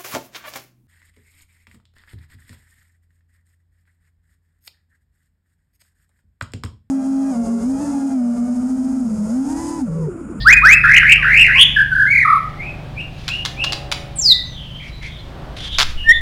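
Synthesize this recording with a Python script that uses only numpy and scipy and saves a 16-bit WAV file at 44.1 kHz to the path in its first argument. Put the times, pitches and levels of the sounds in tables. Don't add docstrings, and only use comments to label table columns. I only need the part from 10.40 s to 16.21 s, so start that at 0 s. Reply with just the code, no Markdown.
import sys
import numpy as np
from scipy import signal
from scipy.fft import rfft, irfft, next_fast_len
from scipy.io import wavfile
from scipy.ndimage import uniform_filter1d, map_coordinates

SR = 44100
rng = np.random.default_rng(int(sys.argv[2]) if len(sys.argv) > 2 else 0)


def output_pcm(signal):
    pcm = np.clip(np.atleast_2d(signal).T, -1, 1) * 32767
    wavfile.write(sys.argv[1], SR, np.round(pcm).astype(np.int16))


N = 256220

# t/s, length/s, first f/Hz, top f/Hz, level/dB
RISING_WHISTLES = [(0.049, .092, 1096, 2496, 1.5), (0.219, .130, 1007, 2584, 0.9)]
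# t/s of the low point, sinking/s, climbing/s, holding/s, low f/Hz, top f/Hz,
# low level/dB, top level/dB, warble rate at the top/Hz, warble depth at the top/Hz
CHURR_PHRASES = [(.447, .010, .115, 0.025, 1506, 2358, -6.5, -3.5, 64, 492),
                 (.632, 0.035, 0.079, 0.029, 1630, 2546, -10, -2.5, 73, 330),
                 (.850, .022, .143, .041, 1558, 2680, -10.5, -4, 110, 190),
                 (1.101, .060, .104, .034, 1680, 3172, -12, -2, 105, 320)]
SINK_HZ_PER_S, CLIMB_POWER = 11000, 1.35
LOW_WARBLE_DEPTH_HZ, LOW_WARBLE_RATE_HZ = 226, 74
# t/s, length/s, first f/Hz, last f/Hz, level/dB, beat rate/Hz, warble depth/Hz
LOW_TRILLS = [(1.364, 0.059, 1676, 1612, -7, 40, 100.6), (1.553, 0.12, 1596, 1630, -10.5, 44, 111.6),
              (1.725, .100, 2259, 2137, -8.5, 37, 181), (1.850, .132, 1247, 1216, -8.5, 38, 92)]
# t/s, length/s, rising/s, first f/Hz, top f/Hz, level/dB
SOFT_SLURS = [(2.169, 0.15, .100, 1960, 2625, -26), (2.556, 0.1, 0.064, 2270, 2900, -25.5),
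              (2.868, .165, .075, 2280, 2950, -21), (3.167, .140, 0.06, 2300, 2910, -19)]
# share of its length, level/dB
SLUR_LOUDNESS = [(0, -20), (.24, -1.5), (.52, -0.5), (1, -8)]
SLUR_BEND, SLUR_DEPTH_HZ, SLUR_RATE_HZ = 1.3, 139.3, 59
# t/s, length/s, first f/Hz, last f/Hz, level/dB, warble or rasp depth/Hz
STRAIGHT_TONES = [(.005, 0.037, 4170, 4230, -27, 900), (.005, 0.042, 1793, 1860, -31, 30),
                  (.780, .045, 1280, 1110, -29, 60), (1.154, 0.043, 1045, 1076, -24, 76),
                  (1.515, .030, 1538, 1490, -11.5, 6.3), (1.668, 0.028, 2000, 2240, -13.5, 5),
                  (1.705, 0.017, 2170, 2260, -6.5, 5.9), (1.824, 0.012, 2125, 1774, -7, 5),
                  (3.76, 0.023, 8760, 8100, -28.5, 730), (3.891, .140, 2034, 1943, -34, 19),
                  (4.049, 0.1, 6200, 6050, -47.5, 90), (4.123, 0.15, 3510, 2956, -35, 310),
                  (4.263, 0.2, 3040, 3180, -36.5, 180), (4.398, 0.1, 2170, 2330, -34, 250),
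                  (4.615, .075, 2190, 2207, -32.5, 250), (4.499, 0.11, 3940, 3950, -44.5, 120),
                  (4.640, 0.2, 3380, 3515, -41, 350), (4.791, 0.016, 4135, 4120, -41, 50),
                  (5.189, 0.14, 3380, 3300, -29, 325), (5.318, 0.064, 3410, 3410, -21.5, 430),
                  (5.575, 0.1, 2916, 2840, -26, 126), (5.69, 0.033, 3100, 3430, -23, 190),
                  (5.722, 0.073, 3526, 3560, -19.5, 123)]
TONE_FLUTTER_HZ = 130
# t/s, f/Hz, level/dB
FALLING_WHISTLE = [(3.788, 7470, -15), (3.805, 7240, -23), (3.822, 6050, -19), (3.838, 5290, -15.5),
                   (3.860, 4870, -9.5), (3.878, 4534, -7.5), (3.928, 3630, -4)]
# t/s, f/Hz, level/dB
PIPING_NOTE = [(5.643, 1740, -37), (5.665, 1820, -17), (5.680, 1782, -11), (5.694, 1829, .5),
               (5.716, 1860, 2), (5.725, 2040, -8)]
VOICE_HARMONICS = [-33.5, -39.5, -47]
# f/Hz, level/dB per Hz
SHEEN_COLOUR = [(2500, -12.5), (4000, 5.5), (6500, -6), (8400, -20), (10000, 6), (11500, -2), (16000, -23)]
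# t/s, pulses, spacing/s, level of the first pulse/dB
CLICK_TRAINS = [(2.612, 1, 0, -41), (2.88, 2, 0.0079, -15), (3.0508, 2, 0.0078, -13.5),
                (3.240, 2, 0.0038, -14.5), (3.3225, 2, 0.0087, -13), (3.516, 2, .007, -10.5),
                (5.385, 7, .0073, -4.5)]
# f/Hz, level/dB per Hz
THROAT_COLOUR = [(240, -44), (400, -12.5), (1040, 2.5), (1760, -0.5), (2880, 3), (3580, 6), (4510, 2),
                 (5270, -0.5), (7510, -9.5), (8240, -16.5), (9920, -15.5), (10900, -23.5), (16000, -27)]
CLICK_FADE_DB_PER_S = 118
# t/s, length/s, level/dB
WING_RUSTLES = [(2.693, 0.38, -47), (4.419, 0.092, -46), (4.612, 0.084, -40), (5.162, 0.032, -35.5),
                (5.176, 0.13, -36), (5.283, 0.29, -38)]
# f/Hz, level/dB per Hz
FEATHER_COLOUR = [(700, -8), (1500, 3), (3500, 8), (6000, -2), (8000, -13), (11000, -14.5), (15000, -55)]
# f/Hz, level/dB per Hz
CAGE_COLOUR = [(20, -1), (42, -26.5), (50, -18), (56, -13.5), (65, 2), (76, -24.5), (130, -21), (300, -68)]
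LANDING_S, SHAKE_DB, SHAKE_RISE_S, SHAKE_FADE_DB_PER_S = 5.41, -19, .12, 23.5
# delay/s, level/dB
NEAR_ECHOES = [(.0013, -44.5), (.0052, -22), (.0071, -11), (0.0228, -16)]
# f/Hz, t60/s
ROOM_T60 = [(500, 0.062), (2000, 0.65), (4000, 0.39), (8000, 0.38), (15000, 0.5)]
# t/s, cycle f/Hz
ENGINE_CYCLES = [(0, 24.8), (1.55, 24.5), (2.1, 24.6), (3.0, 25.4), (3.4, 27.2), (5.81, 25.7)]
# t/s, level/dB
EXHAUST_LEVEL = [(0, -23), (.55, -34), (.9, -27.5), (1.45, -36.5), (1.7, -43), (3.1, -38.5), (5.81, -43)]
# f/Hz, level/dB
DRONE_COLOUR = [(70, -8.5), (100, -7), (120, -4), (140, 2), (168, -6), (200, -19), (290, -18.5), (400, -27)]
# f/Hz, level/dB
WHINE_COLOUR = [(320, 3.5), (400, 0), (485, -7), (560, 6.5), (650, -2), (730, 3.5), (810, 5), (900, -25),
                (1060, -5)]
DRONE_DB, RECEDE_DB_PER_S = -28, 2.5
# t/s of the peak, time from peak to 1/e/s, road noise level/dB, engine whine level/dB
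TRAFFIC_SWELLS = [(1.0, 0.29, -42, -49), (2.35, 0.4, -42, -42), (3.4, 0.42, -43, -38.5),
                  (5.05, .2, -39.5, -43.5)]
# f/Hz, level/dB per Hz
RUMBLE_COLOUR = [(15, 2.5), (28, 9), (70, 7), (100, 3.5), (150, 2.5), (200, -5.5), (300, -12.5), (500, -44)]
# f/Hz, level/dB per Hz
ROAD_COLOUR = [(130, -47.5), (220, -2.5), (292, -7), (360, -4.5), (393, -6.5), (481, -8), (569, -5),
               (823, -8.5), (999, -10.5), (1800, -14.5), (2340, -28), (3960, -120)]
# f/Hz, level/dB per Hz
HISS_COLOUR = [(600, -43), (1000, -40), (2000, -7), (3200, -4), (4500, -10), (6500, -20.5), (9000, -26),
               (12000, -40), (16000, -52)]
TOP_HZ = 16000


def amp(db):
    return 10 ** (np.asarray(db) / 20)


def unit(x):
    return x / np.sqrt(np.mean(x ** 2) + 1e-20)


def along(points, hz):
    f, v = np.transpose(points)
    return np.interp(np.log(hz + 1), np.log(f + 1), v)


def curves(rows, t):
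    s, *cols = np.transpose(rows)
    return [np.interp(t, s, c) for c in cols]


def wobble(rate, size):
    knots = rng.standard_normal(int(N * rate / SR) + 4)
    return map_coordinates(knots, [np.arange(size) * rate / SR])


def filtered(x, response):
    m = next_fast_len(N + SR // 2)
    return irfft(rfft(x, m) * response(np.fft.rfftfreq(m, 1 / SR)), m)[:N]


def noise(spectrum):
    return unit(filtered(rng.standard_normal(N), lambda hz: amp(along(spectrum, hz))))


def add(track, s, x):
    part = track[max(round(s * SR), 0):][:len(x)]
    part += x[:len(part)]


def progress(length):
    return np.linspace(0, 1, max(int(length * SR), 8))


def arch(u, droop_db):
    return -droop_db * (2 * u - 1) ** 2


def song(sheen_db=-38):
    voice = np.zeros(N)
    syllables = [*upsweeps(), *churrs(), *trills(), *slurs(), *short_tones()]
    syllables += [whistle(FALLING_WHISTLE), whistle(PIPING_NOTE)]
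    for s, sound in syllables:
        add(voice, s, sound)
    loudness = uniform_filter1d(np.abs(voice), size=128)
    return voice + amp(sheen_db) * loudness * noise(SHEEN_COLOUR)


def note(s, pitch, db, depth=0, rate=60, pulse_db=0, edge=.005, jitter=0.005, flutter_db=1.5,
         unsteady=0.0514, skew=0.47, beat_db=3.5, rough=0.38, soft_db=-11, rasp_rate=800):
    settings = np.broadcast_arrays(pitch, db, depth, rate)
    pitch, db, depth, rate = (np.pad(c, int(edge * SR), mode="edge") for c in settings)
    size = len(pitch)
    t = np.arange(size) / SR
    uneven_rate = rate * (1 + unsteady * wobble(70.4, size))
    turn = 2 * np.pi * (np.cumsum(uneven_rate) / SR - rate[0] * edge)

    slow = np.interp(rate, [50, 70], [1, 0])
    warble = np.cos(turn) - slow * skew * np.sin(2 * turn)
    beat_size_db = np.maximum(slow * beat_db * np.clip(depth / 100, 0, 1), pulse_db)
    beats = beat_size_db * np.sin(turn)

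    rasp = np.clip((1 - slow) * (rough + np.maximum(soft_db - db, 0) / 10), 0, 1)
    swing = np.sqrt(1 - rasp ** 2) * warble + rasp * np.tanh(wobble(rasp_rate, size))
    hz = (pitch + depth * swing) * (1 + jitter * wobble(299.6, size))

    phase = 2 * np.pi * np.cumsum(hz) / SR
    tone = np.sin(phase)
    for k, level in enumerate(VOICE_HARMONICS, 2):
        tone = tone + amp(level) * np.sin(k * phase) * (k * hz < SR / 2)
    from_ends = np.minimum(t, t[-1] - t)
    gate = np.sin(np.pi / 2 * np.clip(from_ends / (1.21 * edge), 0, 1)) ** 2
    return s - edge, tone * gate * amp(db + beats + flutter_db * wobble(124, size))


def upsweeps(rise_share=.88, attack_share=0.29, attack_db=26, swell_db=4, sag_db=3.5, sag_share=0.72,
             sag_width=0.13):
    for s, length, first_hz, top_hz, db in RISING_WHISTLES:
        u = progress(length)
        pitch = np.interp(u, [0, rise_share], [first_hz, top_hz])
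        attack = attack_db * np.maximum(1 - u / attack_share, 0) ** 2.02
        sag = sag_db * np.exp(-((u - sag_share) / sag_width) ** 2)
        yield note(s, pitch, db - swell_db * (1 - u) - attack - sag)


def churrs(swell_power=1.914, pulse_db=1.7):
    for (s, sink, climb, hold, low_hz, top_hz, low_db, top_db,
         top_rate, top_depth) in CHURR_PHRASES:
        length = sink + climb + hold
        t = progress(length) * length - sink
        sinking = np.maximum(-t, 0) * SINK_HZ_PER_S / (top_hz - low_hz)
        effort = np.clip(t / climb, 0, 1) ** CLIMB_POWER + sinking
        swell = effort ** swell_power
        pitch = low_hz + (top_hz - low_hz) * effort
        db = low_db + (top_db - low_db) * swell
        depth = LOW_WARBLE_DEPTH_HZ + (top_depth - LOW_WARBLE_DEPTH_HZ) * swell ** 2
        rate = LOW_WARBLE_RATE_HZ + (top_rate - LOW_WARBLE_RATE_HZ) * swell
        yield note(s - sink, pitch, db, depth, rate, pulse_db)


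def trills(droop_db=4):
    for s, length, first_hz, last_hz, db, rate, depth in LOW_TRILLS:
        u = progress(length)
        yield note(s, first_hz + (last_hz - first_hz) * u, db + arch(u, droop_db), depth, rate)


def slurs():
    for s, length, rise, first_hz, top_hz, db in SOFT_SLURS:
        u = progress(length)
        shape_db, = curves(SLUR_LOUDNESS, u)
        still_to_rise = np.maximum(1 - u * length / rise, 0) ** SLUR_BEND
        ceiling = top_hz - (top_hz - first_hz) * still_to_rise
        depth = SLUR_DEPTH_HZ * amp(shape_db)
        yield note(s, ceiling - depth, db + shape_db, depth, SLUR_RATE_HZ)


def short_tones(droop_db=6):
    for s, length, first_hz, last_hz, db, depth in STRAIGHT_TONES:
        u = progress(length)
        pitch = first_hz + (last_hz - first_hz) * u
        yield note(s, pitch, db + arch(u, droop_db), depth, TONE_FLUTTER_HZ)


def whistle(contour):
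    start, end = contour[0][0], contour[-1][0]
    return note(start, *curves(contour, np.arange(start, end, 1 / SR)))


def clicks(t60=0.024, attack=0.00029):
    t = np.arange(SR // 20) / SR
    envelope = np.zeros(N)
    for s, count, spacing, db in CLICK_TRAINS:
        for delay in spacing * np.arange(round(count)):
            decay = amp(db - CLICK_FADE_DB_PER_S * delay - 60 * t / t60)
            add(envelope, s + delay, decay * (1 - np.exp(-t / attack)))
    return envelope * noise(THROAT_COLOUR)


def feathers(grain_db=3):
    envelope = np.zeros(N)
    for s, length, db in WING_RUSTLES:
        add(envelope, s, amp(db) * signal.windows.tukey(max(int(length * SR), 8), .5))
    return envelope * unit(noise(FEATHER_COLOUR) * amp(grain_db * wobble(150, N)))


def cage():
    t = np.arange(N) / SR - LANDING_S
    rise = np.clip(1 + t / SHAKE_RISE_S, 0, 1)
    return rise * amp(SHAKE_DB - SHAKE_FADE_DB_PER_S * np.maximum(t, 0)) * noise(CAGE_COLOUR)


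def room(x, tail_db=-6, onset=0.0048):
    hz, t, z = signal.stft(rng.standard_normal(SR * 3 // 4), SR, nperseg=256)
    decay = amp(-60 * t / along(ROOM_T60, hz)[:, None])
    tail = signal.istft(z * decay * (1 - np.exp(-t / onset)), SR, nperseg=256)[1]
    response = amp(tail_db) * tail / np.linalg.norm(tail)
    for delay, db in NEAR_ECHOES:
        add(response, delay, amp([db]))
    return signal.fftconvolve(x, response)[:N]


def motorbike(waver_db=1.0):
    t = np.arange(N) / SR
    rate, = curves(ENGINE_CYCLES, t)
    exhaust_db, = curves(EXHAUST_LEVEL, t)
    _, whine_gain = traffic_swells()
    phase = 2 * np.pi * np.cumsum(rate) / SR

    def line(k):
        return np.sin(k * phase + rng.uniform(0, 2 * np.pi)) * amp(waver_db * wobble(4.15, N))

    def stack(orders, colour):
        return unit(sum(line(k) * amp(along(colour, k * rate)) for k in orders))

    exhaust = amp(exhaust_db) * unit(line(2))
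    drone = amp(DRONE_DB - RECEDE_DB_PER_S * t) * stack(range(3, 13), DRONE_COLOUR)
    whine = whine_gain * stack(range(12, 40, 3), WHINE_COLOUR)
    return exhaust + drone + whine


def traffic_swells():
    t = np.arange(N) / SR
    gains = np.zeros((2, N))
    for s, width, road_db, whine_db in TRAFFIC_SWELLS:
        gains += amp([[road_db], [whine_db]]) * np.exp(-((t - s) / width) ** 2)
    return gains


def background(hiss_db=-50, rumble_db=-35, road_db=-47):
    swell, _ = traffic_swells()
    rumble = amp(rumble_db) * noise(RUMBLE_COLOUR)
    road = np.hypot(amp(road_db), swell) * noise(ROAD_COLOUR)
    return rumble + road + amp(hiss_db) * noise(HISS_COLOUR)


def scene(near_db=-7):
    bird = song() + clicks() + feathers()
    wet_db = np.interp(np.arange(N) / SR, [5.1, 5.3], [0, near_db])
    return bird + room(bird * amp(wet_db)) + cage() + motorbike() + background()


def record(dry, top=0.94):
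    hardness = 16
    clipped = dry / (1 + np.abs(dry / top) ** hardness) ** (1 / hardness)
    return filtered(clipped, lambda hz: hz < TOP_HZ)


dry = scene()
out = record(dry)
output_pcm(out)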